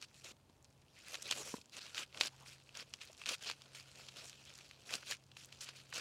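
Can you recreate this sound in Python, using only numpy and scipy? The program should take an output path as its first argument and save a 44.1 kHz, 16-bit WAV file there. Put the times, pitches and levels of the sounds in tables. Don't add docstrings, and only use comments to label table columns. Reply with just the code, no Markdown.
import sys
import numpy as np
from scipy import signal
from scipy.fft import rfft, irfft, next_fast_len
from scipy.io import wavfile
from scipy.ndimage import uniform_filter1d, map_coordinates

SR = 44100
rng = np.random.default_rng(int(sys.argv[2]) if len(sys.argv) > 2 else 0)


def dump(signal):
    limited = np.clip(np.atleast_2d(signal).T, -1, 1)
    pcm = np.round(limited * 32767).astype(np.int16)
    wavfile.write(sys.argv[1], SR, pcm)


N = 264644
LEAD_S = .012


def amp(db):
    return 10 ** (np.asarray(db) / 20)


def unit(x):
    return x / np.sqrt(np.mean(x ** 2) + 1e-20)


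def shape(points, hz):
    point_hz, point_db = np.transpose(points)
    return amp(np.interp(np.log(hz + 1), np.log(point_hz + 1), point_db))


def curve(rows):
    time_s, value = np.transpose(rows)
    return np.interp(np.arange(N) / SR, time_s, value)


def wobble(rate):
    points = rng.standard_normal(int(N * rate / SR) + 4)
    return map_coordinates(points, [np.arange(N) * rate / SR])


def filtered(x, gain):
    size = 2 * next_fast_len(len(x))
    hz = np.fft.rfftfreq(size, 1 / SR)
    cepstrum = irfft(np.log(np.maximum(gain(hz), 1e-6)))
    cepstrum[1:size // 2] *= 2
    cepstrum[size // 2 + 1:] = 0
    response = np.exp(rfft(cepstrum))
    return irfft(rfft(x, size) * response)[:len(x)]


def add(track, s, sound):
    part = track[max(round(s * SR), 0):][:len(sound)]
    part += sound[:len(part)]


def pulling():
    # start_s, build_s, slide_s, release_s, peak_db,
    # hiss_db and flutter_db (both relative to the rustle)
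    pulls = [(0.024, .005, .014, 0.033, -56, -5, -15.5), (0.135, 0.032, 0.055, 0.052, -67, 1, -17),
             (0.244, 0.0034, 0.072, 0.011, -55, -4.5, -10.5), (1.05, 0.096, 0.0073, 0.031, -48.5, -4.5, -9),
             (1.247, 0.015, .035, 0.035, -48, -12, -11.5), (1.312, 0.002, .014, 0.074, -46, -6, -12),
             (1.341, 0.042, 0.036, 0.1, -50, 2, -3), (1.439, 0.033, 0.089, 0.13, -53, 1, -6),
             (1.722, .054, 0.0097, 0.044, -50.5, -6.5, -11), (1.809, 0.016, 0.058, .08, -53.5, -11, -15),
             (1.955, .025, 0.057, 0.017, -45, -7, -11.5), (2.135, .035, .035, .04, -56, -6, -2),
             (2.205, .012, .06, 0.019, -43.5, -6, -13.5), (2.454, 0.026, 0.059, 0.11, -59, -3, -13),
             (2.753, .015, 0.06, 0.023, -49, -12, -11), (3.018, 0.0064, .06, 0.14, -60, -8.5, -18),
             (3.184, 0.022, 0.026, 0.053, -60, -6, -11), (3.27, .025, .05, 0.029, -42, -6.5, -12),
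             (3.412, .025, .03, .06, -51, -9, -14), (3.45, .03, .02, .07, -45, -16.5, -17),
             (3.751, .003, .052, 0.062, -56, -3.5, -14.5), (3.959, 0.0061, 0.078, 0.074, -59, -6, -7.5),
             (4.165, .015, .04, 0.072, -53, -7.5, -10.5), (4.24, 0.018, .038, 0.059, -57, 0, -15.5),
             (4.454, 0.023, 0.021, 0.14, -64, -19, -17), (4.86, .077, .02, .08, -45.5, -6, -11.5),
             (5.05, .064, .016, .06, -43.5, -7.5, -17), (5.369, .003, 0.087, 0.054, -61, -0.5, -19),
             (5.616, .003, .025, 0.049, -51.5, 0, -21), (5.66, 0.019, 0.016, 0.056, -52.5, -16, -19),
             (5.752, 0.0069, 0.038, 0.084, -58.5, -9.5, -30), (5.94, .02, 0.038, 0.037, -43, -9.5, -11.5)]
    # time_s, level_db
    handling = [(0, -70), (.4, -81), (.85, -80), (1.0, -65), (1.3, -58), (1.68, -78), (1.9, -60.5),
                (2.07, -72.5), (2.4, -68), (2.62, -72), (3.0, -68), (3.58, -69), (3.95, -64), (4.6, -64),
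                (4.8, -69), (5.03, -61.5), (5.21, -78), (5.55, -66.5)]
    held_hiss_db, held_flutter_db = -6.5, -9
    build_db_per_s, sag_db_per_s = 199.5, 63.5
    attack_s, fade_db = .02, 31.5

    t = np.arange(N) / SR
    held_db = curve(handling) + np.array([[0], [held_hiss_db], [held_flutter_db]])
    power = amp(held_db) ** 2
    for start, build, slide, release, peak_db, hiss_db, flutter_db in pulls:
        age = t - start
        tightening = build_db_per_s * np.minimum(age - build, 0)
        sagging = sag_db_per_s * np.maximum(age - build, 0)
        taking_hold = np.minimum(age, 0) / attack_s
        letting_go = np.maximum(age - build - slide, 0) / release
        course_db = tightening - sagging + fade_db * (taking_hold - letting_go)
        part_db = peak_db + np.array([[0], [hiss_db], [flutter_db]])
        power += amp(part_db) ** 2 * amp(np.maximum(course_db, -100)) ** 2
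    return 10 * np.log10(power)


def rustle(level_db, hiss_db, flutter_db):
    # frequency_hz, relative level_db (per Hz)
    flutter_tone = [(60, -43), (200, -2), (330, -3.5), (550, 3), (850, -6), (1250, -6.5), (2200, -34.5)]
    crackle_tone = [(400, -35), (900, -15), (1400, -3), (1950, -3), (2600, 1), (5000, 1.5), (7000, -7),
                    (11000, -29.5)]
    hiss_tone = [(3000, -25.5), (5200, -0.5), (6800, 1), (8500, -2), (10000, -4.5), (12000, -9),
                 (16000, -22)]

    rate = 1300 * amp(.75 * (level_db + 58))
    grip = unit(amp(0.74 * wobble(60) + 1.64 * wobble(300)))
    shared = fractures(rate, spread_db=5.0)

    def part(spectrum, rub_db, own_db):
        own = amp(own_db) * fractures(rate, spread_db=2.0)
        rub = amp(rub_db) * rng.standard_normal(N)
        drive = grip * (shared + own + rub)
        coloured = filtered(drive, lambda hz: shape(spectrum, hz) * husk(hz))
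        return unit(flexing(coloured, depth_db=2.5))

    flutter = amp(flutter_db) * part(flutter_tone, rub_db=-2.5, own_db=2.5)
    crackle = amp(level_db) * part(crackle_tone, rub_db=0.5, own_db=-2)
    hiss = amp(hiss_db) * part(hiss_tone, rub_db=3.5, own_db=0.5)
    return flutter + crackle + hiss


def fractures(rate, spread_db):
    chance = np.clip(rate / SR, 1e-4, 1)
    strength = np.minimum(rng.exponential(size=N), 3.5)
    sizes = amp(spread_db * strength) * rng.choice([-1, 1], N)
    happens = rng.random(N) < chance
    return unit(happens * sizes / np.sqrt(chance))


def husk(hz, between_db=-8):
    # centre_hz, width_hz, level_db
    resonances = [(1405, 690, -2.5), (2573, 460, -0.5), (3140, 350, -4), (4350, 1250, -5.5),
                  (5700, 540, -8.5), (7000, 2600, -5.5)]
    power = amp(between_db) ** 2
    for centre, width, db in resonances:
        power = power + amp(db) ** 2 / (1 + (2 * (hz - centre) / width) ** 2)
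    return np.sqrt(power)


def flexing(x, depth_db):
    spectrogram = signal.stft(x, nperseg=256)[2]
    field = rng.standard_normal(spectrogram.shape)
    field = uniform_filter1d(field, size=6, axis=0)
    field = uniform_filter1d(field, size=9, axis=1)
    return signal.istft(spectrogram * amp(depth_db * unit(field)), nperseg=256)[1][:N]


def snaps():
    # (time to fade by 60 dB: short = clean click, long = crunch)
    ribs = [(0.0155, -50.5, 4630, 0.0067), (0.0257, -45, 3880, 0.0049), (0.0466, -58, 4050, 0.0044),
            (0.2447, -49.5, 3790, .015), (0.4978, -66.5, 3820, 0.0094), (0.6456, -57.5, 6760, 0.0054),
            (0.651, -63, 4350, 0.031), (0.822, -70, 2700, .04), (1.1438, -38.5, 3530, 0.0076),
            (1.1545, -38.5, 3450, 0.0088), (1.223, -43, 5995, .005), (1.2264, -42, 7000, 0.0055),
            (1.2498, -63, 2900, .008), (1.312, -27.5, 4070, .014), (1.3234, -32.5, 3400, 0.026),
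            (1.6153, -52.5, 4395, 0.02), (1.658, -58.5, 5830, .006), (1.6964, -59, 5260, .006),
            (1.7681, -44, 3770, 0.0065), (1.9469, -40.5, 3840, 0.0078), (1.9715, -42, 3320, 0.0088),
            (1.98, -35.5, 3120, 0.011), (2.1275, -54, 2690, 0.0074), (2.1464, -47, 2560, 0.0098),
            (2.1741, -44.5, 2900, 0.014), (2.2111, -22, 3740, 0.0053), (2.2137, -31.5, 3998, .015),
            (2.235, -36, 3450, 0.0099), (2.2595, -38, 4710, 0.0062), (2.272, -36.5, 4790, .008),
            (2.281, -48, 3900, .006), (2.4617, -52, 2400, 0.0074), (2.6924, -52.5, 2650, 0.0085),
            (2.7984, -44.5, 2710, 0.0077), (2.9385, -38.5, 3890, 0.01), (3.015, -44.5, 3300, 0.053),
            (3.075, -54.5, 3900, 0.016), (3.1312, -55, 6550, 0.0056), (3.178, -55.5, 4840, 0.0051),
            (3.2172, -44, 2810, 0.013), (3.238, -47, 3100, 0.0083), (3.2595, -36.5, 3520, 0.0052),
            (3.265, -37, 3720, 0.0033), (3.291, -30.5, 4000, 0.021), (3.3828, -57, 4400, 0.0043),
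            (3.4906, -39.5, 3047, .006), (3.4993, -36, 3066, 0.0072), (3.5133, -37, 3260, .006),
            (3.6196, -50, 3635, 0.0064), (3.7497, -47, 3860, 0.008), (3.7997, -49, 4650, 0.0067),
            (4.087, -46.5, 3600, 0.033), (4.2968, -48, 4890, 0.0068), (4.3301, -51.5, 2710, 0.0057),
            (4.554, -53.5, 5480, .03), (4.5883, -51, 4200, 0.0062), (4.61, -52.5, 3000, 0.0087),
            (4.712, -48.5, 2564, 0.0049), (4.939, -31, 3940, .005), (4.9543, -36.5, 5860, 0.015),
            (5.0311, -50.5, 2083, 0.0071), (5.112, -36, 3180, 0.01), (5.1228, -36, 2330, 0.011),
            (5.3173, -55, 3100, 0.015), (5.3688, -47.5, 2780, 0.01), (5.4474, -50.5, 6000, 0.0086),
            (5.5257, -48.5, 3616, .01), (5.6107, -44.5, 5260, .025), (5.6888, -44, 3080, .01),
            (5.927, -41, 2300, 0.016)]
    track = np.zeros(N)
    for s, db, pitch_hz, splinter_t60 in ribs:
        add(track, s - LEAD_S, amp(db) * snap(pitch_hz, splinter_t60))
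    return track


def snap(pitch_hz, splinter_t60, octaves=0.65, skirt=0.017, splinter_db=-13, lead_share=0.52,
         grain_db=4, scatter_db=-41, scatter_t60=0.18):
    # frequency_hz, relative level_db (per Hz)
    crack = [(80, -27), (300, 9.5), (900, 9), (1500, 3.5), (3000, -0.5), (7000, -0.5), (11000, -4),
             (16000, -13)]
    size = 2048
    t = (np.arange(size) - round(LEAD_S * SR)) / SR
    away = np.maximum(t, -t / lead_share)
    splinters = amp(splinter_db - 60 * away / splinter_t60)
    scatter = amp(scatter_db - 60 * away / scatter_t60)
    grain = unit(amp(grain_db * np.repeat(rng.standard_normal(size // 16), 16)))
    kick = (t == 0) + (splinters + scatter) * grain * rng.standard_normal(size)

    def colour(hz):
        focus = skirt + 1 / (1 + (np.log2((hz + 1) / pitch_hz) / octaves) ** 2)
        return shape(crack, hz) * husk(hz) * focus

    sound = filtered(kick, colour)
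    loudest = uniform_filter1d(sound ** 2, size=SR // 500).max()
    return sound / np.sqrt(loudest)


def ticks(level_db, count=340, tick_db=-61, follow=0.6, crowding=.3, spread_db=3.0,
          pitch_hz=4200, pitch_spread=0.43):
    track = np.zeros(N)
    effort_db = level_db - np.median(level_db)
    work = np.cumsum(amp(crowding * effort_db))
    for place, (loudness, tone) in zip(rng.random(count), rng.standard_normal((count, 2))):
        at = np.searchsorted(work, place * work[-1])
        db = tick_db + follow * effort_db[at] + spread_db * np.clip(loudness, -2, 2)
        tick = snap(pitch_hz * np.exp(pitch_spread * tone), splinter_t60=0.0046)
        add(track, at / SR - LEAD_S, amp(db) * tick)
    return track


def drags(sharpness=2.8):
    # start_s, length_s, level_db (before the swell), pitch_hz
    strokes = [(0.951, 0.065, -64, 2120), (1.034, 0.09, -60.5, 1947), (1.37, 0.061, -56, 423),
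               (2.308, 0.058, -67, 855), (2.379, 0.098, -65, 953), (3.08, 0.044, -64, 550),
               (4.446, 0.065, -62, 3590)]
    track = np.zeros(N)
    for s, length, db, pitch_hz in strokes:
        swell = np.hanning(max(round(length * SR), 8))
        slips = fractures(2000, spread_db=0.5)[:len(swell)]
        note = filtered(slips, lambda hz: 1 / (1 + (sharpness * np.log2((hz + 1) / pitch_hz)) ** 2))
        add(track, s, amp(db) * swell * unit(note))
    return track


def bumps(attack_s=0.00096, bass_limit_hz=150):
    # time_s, level_db (gain on the ringing)
    knocks = [(0.313, -54), (0.4966, -56.5), (1.54, -30), (1.582, -49)]
    # pitch_hz, level_db, t60_s (time to fade by 60 dB)
    cob_tones = [(259.4, 3.5, 0.019), (410, 0, 0.018), (990, -1, 0.017), (1578, -9, 0.0096)]
    track = np.zeros(N)
    t = np.arange(SR // 10) / SR
    ring = sum(amp(db - 60 * t / t60) * np.sin(2 * np.pi * hz * t) for hz, db, t60 in cob_tones)
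    knock = ring * (1 - np.exp(-t / attack_s))
    for s, db in knocks:
        add(track, s, amp(db) * knock)
    highpass = signal.butter(3, bass_limit_hz, "high", fs=SR, output="sos")
    return signal.sosfilt(highpass, track)


def background(hum_hz=133.7, waver_hz=0.51, air_db=-70.5):
    # time_s, level_db
    hum_levels = [(0.0, -85), (0.18, -73), (0.4, -80.5), (0.77, -74), (0.97, -84), (1.37, -67), (1.69, -84),
                  (2.39, -66.5), (3.21, -82), (3.69, -69.5), (5.06, -74), (5.7, -68.5), (6.0, -70.5)]
    # frequency_hz, relative level_db (per Hz)
    air_tone = [(20, -36), (32, -17), (39, -9.5), (48, -5), (92, 4), (125, -0.5), (250, -5.5), (500, -9.5),
                (950, -12), (1400, -20), (3000, -26.5), (4200, -23.5), (5500, -30), (9000, -27.5),
                (16000, -36.5)]
    phase = 2 * np.pi * np.cumsum(hum_hz + waver_hz * wobble(3.86)) / SR
    hum = amp(curve(hum_levels)) * unit(np.sin(phase))
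    air = unit(filtered(rng.standard_normal(N), lambda hz: shape(air_tone, hz)))
    return hum + amp(air_db) * air


def scene():
    level_db, hiss_db, flutter_db = pulling()
    peeling = rustle(level_db, hiss_db, flutter_db) + snaps() + ticks(level_db)
    return (peeling + drags() + bumps() + background())[None]


def record(dry, top_hz=15850):
    size = next_fast_len(N + SR // 2)
    kept = np.fft.rfftfreq(size, 1 / SR) < top_hz
    return irfft(rfft(dry, size) * kept, size)[:, :N]


dry = scene()
out = record(dry)
dump(out)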